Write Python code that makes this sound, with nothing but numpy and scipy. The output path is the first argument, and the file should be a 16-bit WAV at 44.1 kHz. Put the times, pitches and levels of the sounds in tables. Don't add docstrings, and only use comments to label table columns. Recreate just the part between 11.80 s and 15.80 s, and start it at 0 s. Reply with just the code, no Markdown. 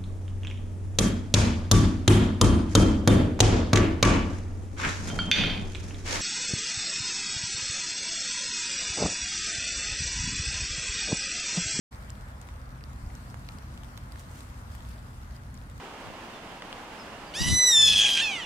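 import sys
import numpy as np
from scipy import signal
from scipy.fft import rfft, irfft, next_fast_len
from scipy.io import wavfile
from scipy.ndimage import uniform_filter1d, map_coordinates

SR = 44100
rng = np.random.default_rng(int(sys.argv[2]) if len(sys.argv) > 2 else 0)


def inscribe(sig):
    pcm = np.round(np.clip(np.atleast_2d(sig).T, -1, 1) * 32767)
    wavfile.write(sys.argv[1], SR, pcm.astype(np.int16))


N = 176400

# (time [s], level [dB])
RUMBLE_LEVEL = [(.1, -42.5), (.8, -43.5), (1.25, -42), (1.7, -41.5), (2.3, -43), (2.5, -44), (3.05, -42),
                (3.4, -43.5), (4, -41)]
WASH_LEVEL = [(.1, -51), (.9, -53), (1.7, -52), (2.4, -53), (3.1, -52.5), (3.45, -54), (4, -54)]
# (time [s], relative level [dB])
HISS_LEVEL = [(0.32, -61.5), (0.65, -64), (0.96, -65), (1.29, -60.5), (1.94, -61.5), (2.29, -62),
              (2.45, -61), (2.75, -61.5), (3.0, -60.5), (3.65, -64.5), (4.0, -64)]
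# (frequency [Hz], relative level [dB])
RUMBLE_SPECTRUM = [(14, -45), (24, -18), (34, -8.5), (46, -.5), (62, 0), (76, -3), (100, -4), (115, -9),
                   (138, -11), (158, -13.5), (240, -14), (290, -21), (400, -35), (800, -70)]
WASH_SPECTRUM = [(150, -24), (300, -4), (400, -3.5), (520, 0.5), (1000, 1), (1400, 1.5), (2100, -6.5),
                 (2700, -15), (5000, -35.5)]
HISS_SPECTRUM = [(1200, -36), (2600, 1), (4800, 1.5), (6200, -1.5), (9200, -1), (10700, -6.5),
                 (13000, -8.5), (14600, -7.5), (15500, -16)]
HOP_SPECTRUM = [(700, -7), (1800, 1), (4500, -5.5), (9000, -5.5), (11000, -9.5), (15500, -10.5)]
# (frequency [Hz], side minus mid [dB])
RUMBLE_WIDTH = [(60, -19.5), (125, -24), (250, -9), (400, -15)]
WASH_WIDTH = [(350, -18.5), (550, -4), (900, -0.5), (1450, -5.5), (2100, 0)]
HISS_WIDTH = [(2500, 0.98), (12000, 0.091)]
# (frequency [Hz], left minus right [dB])
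WASH_BALANCE = [(330, -6), (520, 0.7), (860, 4), (1200, 0.9), (2100, .5)]
HISS_BALANCE = [(3000, 3.5), (8000, 2), (13000, -3.5)]
# (frequency [Hz], level [dB])
HUM_TONES = [(60, -53), (125, -52.5)]
# (time [s], peak level [dB])
LOW_BUMPS = [(1.24, -33), (1.272, -28.5)]
# (peak time [s], Gaussian width [s], level [dB], crunch pitch [Hz])
SQUIRREL_HOPS = [(2.398, 0.018, -53, 6900), (2.576, 0.053, -56, 6800), (2.95, 0.026, -59.5, 8000),
                 (3.106, .045, -59.5, 4450), (3.554, 0.018, -60, 5200)]
# (pitch [ratio], relative level [dB], t60 [ratio])
LEAF_MODES = [(0.993, 3, 0.9), (0.596, -8, 0.91), (1.11, -9.5, 0.97), (0.475, -26, 0.98)]
# (time [s], relative level [dB], leaf pitch [Hz], left minus right [dB],
# splash over ring [dB], lag at the left microphone [s], tap level [dB], ring t60 [s])
NEAR_DROPS = [(0.1281, -50.5, 2090, -5, -5, .0005, -55, 0.0073),
              (.147, -52, 4500, -2, -4, -.0003, -60, .003),
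              (0.2971, -45.5, 3200, 7, -16, .0003, -60, 0.0042),
              (0.3032, -33.5, 7700, -5, -21, .00025, -52, 0.0031),
              (.303, -47.5, 5230, -4, -16, .0002, -60, 0.0054),
              (.6149, -49.5, 7400, 0, -1.5, .00015, -58, 0.007),
              (.6885, -44.5, 2070, -1, -20, .00008, -43.5, 0.0061),
              (0.6877, -50, 8100, 1, -8, .00008, -58, .003), (1.009, -49, 2320, 6, -12, -.00007, -58, .004),
              (1.039, -48.5, 4700, -7, -7, .0002, -58, 0.0062),
              (1.1322, -49.5, 6800, -5, -8, .0004, -58, .0025),
              (1.303, -54, 2030, 11, -24, -.0005, -54, .007),
              (1.3527, -41.5, 6470, 0, -13, .00014, -56, 0.0027),
              (1.5007, -50, 5160, 3, -6, .0002, -55, 0.0038),
              (1.5435, -39.5, 1380, -12.5, -15, .0004, -46, 0.004),
              (1.595, -53, 9000, 0, -5, .0001, -60, .003), (1.6883, -42, 4400, 0, -8, .0002, -56, 0.0058),
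              (1.6898, -40, 2240, 0, -23, .0001, -56, 0.0068), (1.7203, -56.5, 4400, 6, 3, 0, -60, 0.0037),
              (1.7857, -45.5, 5370, -1, -9, .0004, -49, 0.0042),
              (1.9396, -53, 3760, 3, -6, .0003, -58, .004),
              (1.9762, -43, 2870, -4, -9.5, .0001, -46, 0.0041),
              (2.0344, -48.5, 3200, 3, -4.5, .0001, -52, 0.0048),
              (2.0456, -50.5, 3400, 4, -4, .00015, -54, .004),
              (2.1762, -37.5, 4000, -5, -10, .0001, -57, 0.0028),
              (2.1863, -53, 2900, 3, -10, .0001, -58, .004),
              (2.3216, -44.5, 4300, -5, -4.5, .0004, -58, 0.0032),
              (2.3583, -44, 1660, -6, -13, .0004, -44, 0.0056),
              (2.6062, -41.5, 3700, -3, -10, .0001, -50, 0.0022),
              (2.6071, -43, 7200, -1, -14, .0001, -62, 0.0028),
              (2.7005, -52, 3500, 1, -6, .0001, -56, .003), (2.9504, -45.5, 1910, 9, -6, 0, -50, .004),
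              (3.006, -49, 3200, 2, -11, .0001, -48, .004),
              (3.051, -50.5, 3580, 5, -12, .0001, -62, 0.0053),
              (3.433, -53, 5030, 3, -13, .0001, -56, .004), (3.509, -55, 4630, -1, -11, .0001, -58, .005),
              (3.565, -47.5, 5230, 5, -9, .00005, -56, 0.0039),
              (3.7434, -45.5, 7200, 0, -10, -.0004, -56, .003),
              (3.7756, -49, 5400, 2, -9, .00007, -56, .004), (3.899, -51, 7650, -1, -4, .0005, -58, 0.0034),
              (3.9787, -52, 6400, -1, 1, .0004, -51, .003)]
# (frequency [Hz], gain [dB])
MIC_RESPONSE = [(2500, 0.5), (3300, 2.5), (4800, 1.5), (9200, 0.5), (10800, -2)]

TIME = np.arange(N) / SR
TICK_TIME = np.arange(2048) / SR


def amp(db):
    return 10 ** (np.asarray(db) / 20)


def unit_rms(x):
    return x / np.sqrt(np.mean(x ** 2) + 1e-20)


def along(points, hz):
    freqs, values = np.transpose(points)
    return np.interp(np.log(hz + 1), np.log(freqs + 1), values)


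def curve(rows):
    return np.interp(TIME, *np.transpose(rows))


def wobble(per_s):
    return map_coordinates(rng.standard_normal(1024), [TIME * per_s], mode="mirror")


def pan(db):
    return amp(np.array([[.5], [-.5]]) * db)


def filtered(x, response):
    size = next_fast_len(N + SR // 2)
    return irfft(rfft(x, size) * response(np.fft.rfftfreq(size, 1 / SR)), size)[..., :N]


def place(out, sound, s, lag_s):
    for channel, x, start in zip(out, sound, (s + lag_s / 2, s - lag_s / 2)):
        part = channel[max(0, round(start * SR)):][:len(x)]
        part += x[:len(part)]


def noise_bed(spectrum, width, patchy_db):
    bins = signal.stft(rng.standard_normal((2, N)), nperseg=512)[2]
    patches = uniform_filter1d(rng.standard_normal(bins.shape[1:]), size=6, axis=0)
    patches = unit_rms(uniform_filter1d(patches, size=12, axis=1))
    noise = signal.istft(bins * amp(patchy_db * patches), nperseg=512)[1][:, :N]
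    angle = lambda hz: np.arctan(amp(along(width, hz)))
    mid, side = filtered(noise, lambda hz: amp(along(spectrum, hz)) * [np.cos(angle(hz)), np.sin(angle(hz))])
    return unit_rms(np.array([mid + side, mid - side]))


def far_rumble():
    out = noise_bed(RUMBLE_SPECTRUM, RUMBLE_WIDTH, patchy_db=1) * amp(curve(RUMBLE_LEVEL))
    for hz, db in HUM_TONES:
        peak = np.sqrt(2) * amp(db + 2.1 * wobble(6))
        out += peak * np.sin(2 * np.pi * hz * TIME + 1.06 * wobble(7))
    return out


def far_wash(lead_s=0.00029):
    wash = noise_bed(WASH_SPECTRUM, WASH_WIDTH, patchy_db=1)
    wash *= amp(curve(WASH_LEVEL) + 0.19 * wobble(8.22))
    left_first = lambda hz: np.exp(1j * np.pi * lead_s * np.array([hz, -hz]))
    return filtered(wash, lambda hz: pan(along(WASH_BALANCE, hz)) * left_first(hz))


def leaf_hiss(gain_db=0.5):
    noise = noise_bed(HISS_SPECTRUM, HISS_WIDTH, patchy_db=2)
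    hiss = filtered(noise, lambda hz: pan(along(HISS_BALANCE, hz)))
    return hiss * amp(curve(HISS_LEVEL) + gain_db + 0.48 * wobble(25.2))


def low_bumps(hz=54.5, width_s=0.007):
    out = np.zeros(N)
    for s, db in LOW_BUMPS:
        t = TIME - s
        out += amp(db) * np.exp(-.5 * (t / width_s) ** 2) * np.cos(2 * np.pi * hz * t)
    return out


def leaf_tick(db, hz, pan_db, splash_db, t60, splash_t60=0.0074, spray_t60=0.05):
    t = TICK_TIME
    ratio, mode_db, t60_ratio = np.transpose(LEAF_MODES)[:, :, None]
    detune, start_phase, scatter_db = rng.standard_normal((3, len(LEAF_MODES), 1))
    mic_phase = .5 * rng.standard_normal((2, len(LEAF_MODES), 1))
    phase = 2 * np.pi * hz * ratio * (1 + 0.031 * detune) * t + start_phase + mic_phase
    ring = (amp(mode_db + scatter_db - 60 * t / (t60 * t60_ratio)) * np.sin(phase)).sum(axis=1)
    noise = unit_rms(signal.lfilter([1], [1, -0.29], rng.standard_normal((2, len(t)))))
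    splash = noise * amp(splash_db) * (amp(-60 * t / splash_t60) + amp(-11.5 - 60 * t / spray_t60))
    attack = 1 - np.exp(-t / .0001)
    return amp(db) * pan(pan_db) * (ring + splash) * attack


def squirrel(grains_per_s=3000, crunch_db=4.5, crunch_octaves=0.28):
    out = np.zeros((2, N))
    for s, width_s, db, crunch_hz in SQUIRREL_HOPS:
        press = amp(db + 2.2 * wobble(120)) * np.exp(-.5 * ((TIME - s) / width_s) ** 2)
        grains = rng.standard_normal((2, N)) * (rng.random(N) < grains_per_s / SR)
        band = lambda hz: crunch_db * np.exp(-.5 * (np.log2((hz + 1) / crunch_hz) / crunch_octaves) ** 2)
        out += press * unit_rms(filtered(grains, lambda hz: amp(along(HOP_SPECTRUM, hz) + band(hz))))
        snaps = int(np.ceil(190 * width_s))
        for offset, size, pitch, pan_db in rng.uniform(-1.5, 1.5, (snaps, 4)):
            leaf_hz = 0.78 * crunch_hz * np.exp(.3 * pitch)
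            snap = leaf_tick(db + 4.5 + 3.5 * size, leaf_hz, pan_db, splash_db=-10, t60=0.0037)
            place(out, snap, s + offset * width_s, lag_s=0)
    return out


def far_patter(drops_per_s=110, db=-60.5, leaf_hz=3200):
    out = np.zeros((2, N))
    for size, pitch, side in rng.uniform(-1.5, 1.5, (int(drops_per_s * N / SR), 3)):
        hz = leaf_hz * np.exp(.45 * pitch)
        tick = leaf_tick(db + 4.5 * size, hz, pan_db=0.92 * side, splash_db=0, t60=0.0047)
        bearing = rng.uniform(0, np.pi)
        place(out, tick, rng.uniform(0, N / SR), lag_s=.0004 * np.cos(bearing))
    return out


def near_drops(tick_gain_db=5, tap_hz=1080, tap_t60=0.023):
    out = np.zeros((2, N))
    for s, db, leaf_hz, pan_db, splash_db, lag_s, tap_db, t60 in NEAR_DROPS:
        hz = tap_hz * np.exp(.1 * rng.standard_normal())
        tap = amp(tap_db - 60 * TICK_TIME / tap_t60) * np.sin(2 * np.pi * hz * TICK_TIME)
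        tick = leaf_tick(db + tick_gain_db, leaf_hz, pan_db, splash_db, t60)
        place(out, tick + tap, s, lag_s)
    return out


def scene():
    rain = filtered(near_drops() + far_patter(), lambda hz: amp(along(MIC_RESPONSE, hz)))
    return far_rumble() + far_wash() + leaf_hiss() + low_bumps() + squirrel() + rain


def record(dry):
    open_s, fade_s, top_hz = 0.1082, 0.017, 15550
    fade_in = np.clip((TIME - open_s) / fade_s, 0, 1)
    return filtered(dry * fade_in, lambda hz: 1 / np.sqrt(1 + (hz / top_hz) ** 200))


dry = scene()
out = record(dry)
inscribe(out)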